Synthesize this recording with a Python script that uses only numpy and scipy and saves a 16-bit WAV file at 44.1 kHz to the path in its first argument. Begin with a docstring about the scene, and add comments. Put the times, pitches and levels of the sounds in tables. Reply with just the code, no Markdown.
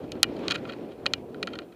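"""A low rumble of wind and tyres, a gritty hiss, then sharp clatter: a mountain bike on a muddy trail.
Bumps knock hard parts together and make them chafe in short rattles. Both sound through one small
hollow body and a thin metal ring; the knocks also draw a dull thud from the frame.
Underneath, gusts buffet, wet ground hisses under the tread and small stones tick."""
import sys
import numpy as np
from scipy import signal
from scipy.io import wavfile

SR = 44100
rng = np.random.default_rng(int(sys.argv[2]) if len(sys.argv) > 2 else 0)


def inscribe(sig):
    """Save sig as 16-bit PCM at rate SR to the path in sys.argv[1].

    A 1-D sig is mono; a 2-D sig holds one channel per row.
    Samples are clipped to [-1, 1] before scaling.
    """
    pcm = np.round(np.clip(np.atleast_2d(sig).T, -1, 1) * 32767)
    wavfile.write(sys.argv[1], SR, pcm.astype(np.int16))


N = 77175
T = np.arange(N) / SR


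def from_db(db):
    """Decibels to gain."""
    return 10 ** (np.asarray(db) / 20)


def unit_rms(x):
    """Scale to unit power."""
    return x / np.sqrt(np.mean(x ** 2) + 1e-20)


def envelope(rows):
    """Gain over time from rows of t/s, level/dB."""
    return from_db(np.interp(T, *np.transpose(rows)))


def butter(x, hz, kind, order=2):
    """Causal Butterworth filter."""
    sos = signal.butter(order, np.clip(hz, 10, .49 * SR), kind, fs=SR, output="sos")
    return signal.sosfilt(sos, x)


def drift(corner_hz):
    """Slow random wander, unit RMS."""
    hop, settle = 40, 2000
    pole = np.exp(-2 * np.pi * corner_hz * hop / SR)
    white = rng.standard_normal(N // hop + settle + 2)
    slow = signal.lfilter([1], [1, -2 * pole, pole * pole], white)[settle:]
    return np.interp(np.arange(N) / hop, np.arange(len(slow)), unit_rms(slow))


def band_noise(spectrum, flutter_db):
    """Noise in roughly third-octave bands, each fluttering on its own; unit RMS."""
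    hz, db = np.transpose(spectrum)
    edges_hz = np.geomspace(hz[0], hz[-1], int(3 * np.log2(hz[-1] / hz[0]) + 1))
    white = rng.standard_normal((2, N))
    out = np.zeros(N)
    for k, (low, high) in enumerate(zip(edges_hz, edges_hz[1:])):
        band_db = np.interp(np.log(low * high) / 2, np.log(hz), db)
        gain = from_db(band_db + flutter_db * drift(corner_hz=16))
        out += gain * butter(white[k % 2], [low, high], "band")
    return unit_rms(out)


def clicks(per_s, spread_db, size=N):
    """Random tiny contacts of uneven strength, unit RMS."""
    strength = from_db(spread_db * np.minimum(rng.exponential(1, size), 4))
    sign = rng.choice([-1, 1], size)
    hits = rng.random(size) < per_s / SR
    return unit_rms(strength * sign * hits)


def ring(force, modes, bass_db=0, treble_db=0, t60_scale=1):
    """A force rings damped modes; each contact tilts and scatters their levels. 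Low modes speak late."""
    bass_hz, middle_hz, treble_hz = 1500, 4170, 6940
    max_lag_s, scatter_db = .001, 1.16
    out = np.zeros(len(force))
    for hz, db, t60_s in modes:
        radius = from_db(-60 / (t60_s * t60_scale * SR))
        feedback = [1, -2 * radius * np.cos(2 * np.pi * hz / SR), radius * radius]
        tone = signal.lfilter([.5, 0, -.5], feedback, force + 1e-18)
        tone = butter(tone, 1.59 * hz, "low")  # softens the onset
        tilt_db = np.interp(np.log(hz), np.log([bass_hz, middle_hz, treble_hz]), [bass_db, 0, treble_db])
        gain = from_db(db + tilt_db + scatter_db * rng.standard_normal())
        lag = int(SR * max_lag_s * min(bass_hz / hz, 1))
        out[lag:] += gain * tone[:len(force) - lag]
    return out


# Wind and tyre roar: t/s, level/dB
ROAR_LEVEL = [(0, -36), (.04, -37.5), (.10, -41.5), (.16, -35), (.215, -42.5), (.29, -34), (.44, -34),
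              (.54, -37.5), (.62, -36.5), (.72, -36.5), (.77, -39.5), (.84, -37), (.95, -44.5), (1.04, -40),
              (1.15, -40.5), (1.28, -41.5), (1.44, -37), (1.58, -40.5), (1.67, -47.5), (1.75, -50.5)]
# Roar spectrum: f/Hz, relative density/dB
ROAR_SPECTRUM = [(130, -16.5), (190, -4), (260, 0.5), (390, 1.5), (500, -2.5), (630, -8.5), (800, -13),
                 (1000, -23), (1300, -32.5)]
# Wind buffeting: t/s, level/dB
GUST_LEVEL = [(0, -47.5), (.12, -47.5), (.22, -48), (.36, -48.5), (.48, -46.5), (.62, -47.5), (.74, -53),
              (.86, -57.5), (1.05, -51.5), (1.12, -49), (1.165, -45), (1.22, -51.5), (1.38, -52.5),
              (1.52, -54), (1.62, -54), (1.75, -66)]
# Gust spectrum: f/Hz, relative density/dB
GUST_SPECTRUM = [(22, -20.5), (40, -12), (65, -3.5), (120, 1), (170, 0), (220, -10.5)]


def rumble():
    """Rolling tyres and rushing air make a hollow roar; gusts buffet below it."""
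    roar = envelope(ROAR_LEVEL) * band_noise(ROAR_SPECTRUM, flutter_db=1)
    gusts = envelope(GUST_LEVEL) * band_noise(GUST_SPECTRUM, flutter_db=1)
    return butter(roar + gusts, 1200, "low")


# Hollow body modes: f/Hz, level/dB, t60/s
BODY_MODES = [(1366, -5.5, 0.019), (1894, -8.5, .018), (2472, -2.5, 0.018), (2731, -6.5, 0.017),
              (3158, 0.5, 0.014), (3538, -9.5, .014), (3948, -1.5, 0.011), (4215, -0.5, .012),
              (4870, -9.5, 0.015), (5580, -19, 0.016), (6347, -13, .007), (7600, -20.5, 0.0073),
              (8810, -21, 0.0062), (9980, -16, 0.0035), (11700, -26.5, 0.0049), (13470, -27, 0.004)]


def hollow_body(force, bass_db=0, treble_db=0, t60_scale=1):
    """A small, well-damped shell turns each contact into a clack."""
    return ring(force, BODY_MODES, bass_db, treble_db, t60_scale)


# Tyres on wet grit: t/s, level/dB
GRIT_LEVEL = [(0, -58), (.10, -59.5), (.17, -53), (.21, -59), (.29, -52.5), (.37, -52), (.46, -44.5),
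              (.60, -52.5), (.72, -53.5), (.78, -56.5), (.98, -60.5), (1.16, -56), (1.25, -65.5),
              (1.39, -60), (1.55, -56), (1.68, -66), (1.75, -64)]
# Grit spectrum: f/Hz, relative density/dB
GRIT_SPECTRUM = [(600, 5), (1000, 9), (1400, 7.5), (1750, 2.5), (2500, 3.5), (4200, -5.5), (5500, -15),
                 (8500, -28), (15000, -59.5)]


def grit():
    """Wet ground hisses under the tread and small stones tick."""
    ticks = clicks(per_s=750, spread_db=8.5)
    stones = from_db(-12.5) * unit_rms(hollow_body(ticks, bass_db=7.5))
    ground = band_noise(GRIT_SPECTRUM, flutter_db=2)
    return envelope(GRIT_LEVEL) * (ground + stones)


# Metal modes: f/Hz, level/dB, t60/s
METAL_MODES = [(2368, -38, 0.16), (2885, -26, .075), (4045, -39.5, .06), (4634, -31, .03)]


def metal_ring(force, bass_db=0, treble_db=0):
    """Lightly damped metal leaves a thin ring that outlasts the clack."""
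    return ring(force, METAL_MODES, bass_db, treble_db)


# Runs of tiny slips: peak t/s, swell/s, fade/s, level/dB, treble/dB
RATTLE_RUNS = [(0.039, 0.033, .015, -56, 1), (0.366, 0.0064, 0.011, -46.5, 4),
               (0.391, 0.0039, 0.0056, -46, 9), (0.492, .006, 0.0043, -38.5, 8),
               (0.511, 0.012, 0.0083, -24, 1), (0.52, 0.0097, 0.0055, -21.5, -5),
               (0.545, .009, .008, -38, 4), (0.557, 0.019, 0.0063, -27.5, -1),
               (0.582, 0.016, 0.013, -45.5, 1), (0.654, 0.02, 0.0075, -63, -8),
               (0.676, 0.0077, 0.011, -49, 9), (0.698, 0.017, .012, -38, -15),
               (0.722, 0.0025, 0.003, -32.5, -11), (0.734, 0.007, 0.0061, -39.5, -16),
               (0.918, 0.017, 0.017, -52.5, -1), (1.486, 0.0065, .007, -44, -5),
               (1.504, 0.0064, 0.0074, -53, 0), (1.537, .014, 0.0073, -42, -17),
               (1.556, .006, 0.0052, -40.5, -7), (1.627, .010, 0.028, -60, -2),
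               (1.724, 0.0067, 0.0067, -53.5, 2)]


def rattles():
    """Parts chafe: dense slips rise 20 dB over the swell time and drop 20 dB over the fade time."""
    bass_db = 10
    out = np.zeros(2 * N)
    for peak_s, swell_s, fade_s, db, treble_db in RATTLE_RUNS:
        span = max(int(peak_s * SR) - SR // 20, 0) + np.arange(SR // 5)
        t = span / SR - peak_s
        effort = from_db(db - 20 * np.maximum(-t / swell_s, t / fade_s) ** 1.53)
        slips = clicks(per_s=4000, spread_db=2, size=len(t))
        force = slips * effort
        steady = hollow_body(slips, bass_db, treble_db) + metal_ring(slips, bass_db, treble_db)
        rattle = hollow_body(force, bass_db, treble_db) + metal_ring(force, bass_db, treble_db)
        out[span] += rattle / steady.std()
    return butter(out[:N], 590, "high")


# Frame thud modes: f/Hz, level/dB, t60/s
FRAME_MODES = [(310, -13.5, .045), (568.5, -7, 0.024), (793, -9, 0.025), (1087, -11.5, .02)]
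# Blows between hard parts: t/s, level/dB, bass/dB, treble/dB, chatter/dB, thud/dB, body t60 scale
BLOWS = [(0.1188, -25, -9, 5.5, -15, -30, 0.75), (0.1530, -53.5, 13, -10, -24, -20, 1.0),
         (0.2302, -1.5, -8, 12.5, -26, -18, 0.88), (0.2404, -30.5, 10.5, -10, -15, -16, 1.0),
         (0.4816, -12.5, -8, -7, -28, -20, 0.62), (0.5021, -29, -4, -6, -15, -8, 0.64),
         (0.5089, -14, -9, -10, -19, -16, 1), (0.5192, -21.5, -1, -2, -11.5, -20, 1.0),
         (0.652, -50, 18.5, -19.5, -4.5, -17, 1.6), (1.0577, -36, 23, 8, -17, -7, 1.0),
         (1.0631, -13, -4.5, -13, -13.5, -3, 0.88), (1.1356, -10.5, -5, -2, -21, -16, 0.79),
         (1.2955, -62.5, 6, 3, -8.5, -20, 1.0), (1.3443, -47.5, 17.5, -8, -12, -21.5, 0.86),
         (1.4280, -23, 4, -2, -13, -10, 1), (1.4306, -28, 3, 3, -17.5, -13, 0.82),
         (1.472, -28.5, 3.5, 0, -16, -9, 1.0), (1.475, -36, 16.5, -18, -21, -16, 1.2),
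         (1.5339, -39, 5, -12, -8, -28, 1.25), (1.5882, -28, 6, -14, -20.5, -19.5, 0.81),
         (1.594, -52.5, 19, -8, -6, -12, 1.0), (1.6186, -52, 13, -3, -17, -12, 1.0)]


def knocks():
    """Each blow, one sharp contact and a fast-dying chatter, rings the body, the metal and the frame."""
    chatter_t60_s = .024
    t = T[:SR // 5]
    decay = from_db(-60 * t / chatter_t60_s)
    out = np.zeros(2 * N)
    for start_s, db, bass_db, treble_db, chatter_db, thud_db, t60_scale in BLOWS:
        chatter = decay * clicks(per_s=6100, spread_db=2, size=len(t))
        force = 2 * from_db(chatter_db) * chatter / np.linalg.norm(chatter)
        force[0] += 1  # the sharp contact
        clack = hollow_body(force, bass_db, treble_db, t60_scale)
        ping = metal_ring(force)
        thud = from_db(thud_db) * ring(force, FRAME_MODES)
        start = int(start_s * SR)
        out[start:start + len(t)] += from_db(db) * (clack + ping + thud)
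    return out[:N]


def scene():
    """Nearly mono: only the clatter and the top of a faint steady hiss have a trace of width."""
    side_lag_s = .004
    clatter = knocks() + rattles()
    hiss = rng.standard_normal((2, N))
    middle = from_db(-70.5) * hiss[0] + rumble() + grit() + clatter
    late_clatter = np.roll(clatter, int(side_lag_s * SR))
    side = from_db(-29) * butter(late_clatter, [2400, 8000], "band")
    side += from_db(-78) * butter(hiss[1], 6000, "high", order=4)
    return np.array([middle + side, middle - side])


def record(dry):
    """Soft clip, then a steep low-pass."""
    cutoff_hz = 15400
    lowpass = signal.ellip(10, .2, 80, cutoff_hz, fs=SR, output="sos")
    return signal.sosfilt(lowpass, np.tanh(dry))


dry = scene()
out = record(dry)
inscribe(out)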